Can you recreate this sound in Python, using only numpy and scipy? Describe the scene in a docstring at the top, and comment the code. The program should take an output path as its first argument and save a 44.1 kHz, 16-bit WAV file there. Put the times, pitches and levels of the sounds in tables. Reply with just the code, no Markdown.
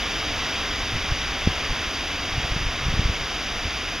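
"""Heavy rain on a street and its trees, heard from a porch.
Far drops merge into a wash, near drops ring briefly in it, and the far trees roar dully.
Wind rumbles on the one microphone; gusts flutter over it and single eddies thump it.
The treble has narrow notches and is a hair late on the left."""
import sys
import numpy as np
from scipy import signal
from scipy.fft import rfft, irfft, next_fast_len
from scipy.io import wavfile
from scipy.ndimage import uniform_filter1d, map_coordinates

SR = 44100
rng = np.random.default_rng(int(sys.argv[2]) if len(sys.argv) > 2 else 0)


def bounce(signal):
    """Save signal as a 16-bit WAV file at the path given by the first command-line argument."""
    frames = np.transpose(np.atleast_2d(signal))
    limited = np.clip(frames, -1, 1)
    pcm = np.round(limited * 32767).astype(np.int16)
    wavfile.write(sys.argv[1], SR, pcm)


N = 176400

# Colour of far and near drops. 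Each row: frequency in Hz, density in dB.
RAIN_SPECTRUM = [(60, -19), (190, -4), (270, -4.5), (400, -4.5), (570, -6), (720, -2), (890, -7),
                 (1080, -2.5), (1600, -3.5), (2400, -1), (3500, -1), (4900, -2.5), (5100, -7), (5800, -7.5),
                 (6600, -13.5), (7400, -22), (8400, -26), (9600, -27), (11200, -25), (13500, -29.5),
                 (15000, -37)]


def amp(db):
    """Decibels to gain."""
    return 10 ** (np.asarray(db) / 20)


def unit(x):
    """x scaled to rms 1."""
    return x / np.sqrt(np.mean(x ** 2) + 1e-20)


def colour(points):
    """Gain against frequency from (Hz, dB) points on a log axis."""
    points_hz, db = np.transpose(points)
    return lambda hz: amp(np.interp(np.log(hz + 1), np.log(points_hz + 1), db))


def curve(rows):
    """One value per sample from (s, value) rows."""
    return np.interp(np.arange(N) / SR, *np.transpose(rows))


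def wobble(rate_hz):
    """Smooth curve through random knots."""
    return map_coordinates(rng.standard_normal(400), [np.arange(N) * rate_hz / SR], mode="wrap")


def filtered(x, response):
    """x through a frequency response."""
    n_fft = next_fast_len(N + SR // 2)
    return irfft(rfft(x, n_fft) * response(np.fft.rfftfreq(n_fft, 1 / SR)), n_fft)[..., :N]


def noise(spectrum):
    """Coloured noise of rms 1."""
    return unit(filtered(rng.standard_normal(N), colour(spectrum)))


def patchy(x, depth_db):
    """x with random gain patches of about 500 Hz by 80 ms, at rms 1."""
    frames = signal.stft(x, nperseg=512)[2]
    patches = uniform_filter1d(rng.standard_normal(frames.shape), size=6, axis=0)
    patches = unit(uniform_filter1d(patches, size=14, axis=1))
    return unit(signal.istft(frames * amp(depth_db * patches), nperseg=512)[1][:N])


def wind_rumble():
    """Steady wind rumbles on the microphone."""
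    # Each row: time in seconds, relative level in dB.
    breeze_levels = [(0.0, -37), (1.68, -36), (2.05, -36), (2.92, -34), (3.38, -38), (4.0, -38.5)]
    # Each row: frequency in Hz, density in dB.
    rumble_spectrum = [(8, -19.5), (22, -3), (50, -0.5), (85, -5.5), (105, -13), (135, -14), (200, -22.5),
                       (500, -39), (1500, -78)]
    level_db = curve(breeze_levels) + 1.5 + 0.94 * wobble(rate_hz=5.96)
    return amp(level_db) * noise(rumble_spectrum)


def gust_flutter():
    """A brighter flutter swells on the microphone with each gust."""
    # Each row: crest in seconds, Gaussian sigma in seconds, level in dB.
    gusts = [(0.95, 0.016, -22.5), (1.116, 0.013, -26), (1.486, 0.024, -24), (1.728, 0.013, -30),
             (2.383, 0.043, -29.5), (2.603, 0.046, -30), (2.87, .03, -26.5), (2.967, 0.037, -25.5),
             (3.091, 0.012, -22), (3.21, .016, -29.5), (3.663, 0.011, -32)]
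    # Each row: frequency in Hz, density in dB.
    flutter_spectrum = [(10, -5), (35, 2.5), (65, -1), (95, -3.5), (135, -3.5), (200, -15), (290, -18),
                        (420, -27.5), (900, -46), (2500, -90)]
    t = np.arange(N) / SR
    swell = sum(amp(db) * np.exp(-.5 * ((t - crest_s) / sigma_s) ** 2) for crest_s, sigma_s, db in gusts)
    return swell * noise(flutter_spectrum)


def eddy_thumps():
    """Each eddy pushes on the diaphragm, then sucks at it as it passes."""
    # Each row: centre in seconds, peak in dB, width in seconds.
    eddies = [(0.963, -25, .0012), (1.123, -16.5, 0.0027), (1.4746, -8, 0.00088), (1.711, -20.5, 0.0042),
              (2.384, -20, 0.0022), (2.449, -22, 0.002), (2.523, -20, 0.0025), (2.565, -17.5, 0.0012),
              (2.668, -19.5, 0.0027), (2.868, -19.5, 0.002), (2.885, -17.5, 0.0015), (2.94, -21.5, 0.0022),
              (2.995, -13, 0.0019), (3.058, -13.5, 0.0027), (3.098, -19, 0.0013), (3.656, -24, .0016)]
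    t = np.arange(N) / SR
    pressure = np.zeros(N)
    for centre_s, peak_db, width_s in eddies:
        lead = (centre_s - t) / width_s
        pressure += amp(peak_db) * lead * np.exp(1 - np.abs(lead))
    return pressure


def tree_roar():
    """Rain and wind roar dully in the far trees."""
    # Each row: frequency in Hz, density in dB.
    roar_spectrum = [(40, -16), (130, 0), (195, -8), (245, 4), (290, 3), (350, -6.5), (420, -4), (720, -5),
                     (1300, -12), (3000, -14), (8000, -57)]
    return patchy(noise(roar_spectrum), depth_db=1.0)


def near_patter(drops_per_s=2500, median_hz=2710, log_spread=0.26, scatter_db=0.5, ring_cycles=2):
    """Near drops on leaves and paving each ring for a few cycles; most are small, a few larger."""
    count = int(drops_per_s * N / SR)
    onset_draw, pitch_draw, size_draw, sign_draw = rng.random((count, 4)).T[..., None]
    ring_hz = np.clip(median_hz * (pitch_draw / (1 - pitch_draw)) ** log_spread, 400, 14000)
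    size = amp(-scatter_db * np.log(np.maximum(size_draw, .002)))
    age_samples = np.arange(200)
    cycles = ring_hz * age_samples / SR
    decay = np.exp(-2 * cycles / ring_cycles)
    rings = size * np.sign(sign_draw - .5) * np.sin(2 * np.pi * cycles) * decay
    positions = (onset_draw * N).astype(int) + age_samples
    drops = np.bincount(positions.ravel(), rings.ravel(), N)[:N]
    return unit(filtered(drops, colour(RAIN_SPECTRUM)))


def far_wash():
    """Countless far drops merge into noise."""
    return patchy(noise(RAIN_SPECTRUM), depth_db=0.39)


def rain(wash_db=1.5, roar_db=-12, patter_db=-8.5):
    """Wash, roar and patter follow one slowly easing strength."""
    # Each row: time in seconds, level in dB.
    rain_levels = [(0.05, -28), (3.89, -30), (3.95, -30.5)]
    strength = amp(curve(rain_levels) + 0.19 * wobble(rate_hz=5.64))
    wash = amp(wash_db) * far_wash()
    roar = amp(roar_db) * tree_roar()
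    patter = amp(patter_db) * near_patter()
    return strength * (wash + roar + patter)


def scene():
    """Wind and rain reach one microphone that feeds both channels."""
    mono = wind_rumble() + gust_flutter() + eddy_thumps() + rain()
    return np.array([mono, mono])


def record(dry):
    """The treble has narrow notches, is a hair late on the left and ends at a band limit."""
    # Each row: centre in Hz, width in Hz, depth from 0 to 1.
    notches = [(4204, 513, 0.9), (7880, 800, 1), (8800, 370, 1), (12560, 710, 1)]
    left_lag_s, lag_above_hz, top_hz = 1 / SR, 1500, 15200

    def response(hz):
        dips = [1 - depth / (1 + (2 * (hz - centre_hz) / width_hz) ** 2)
                for centre_hz, width_hz, depth in notches]
        treble = 1 - np.exp(-(hz / lag_above_hz) ** 2)
        lag = np.exp(-2j * np.pi * hz * treble * np.array([[left_lag_s], [0]]))
        return np.prod(dips, axis=0) * lag * (hz < top_hz)
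    return filtered(dry, response)


dry = scene()
out = record(dry)
bounce(out)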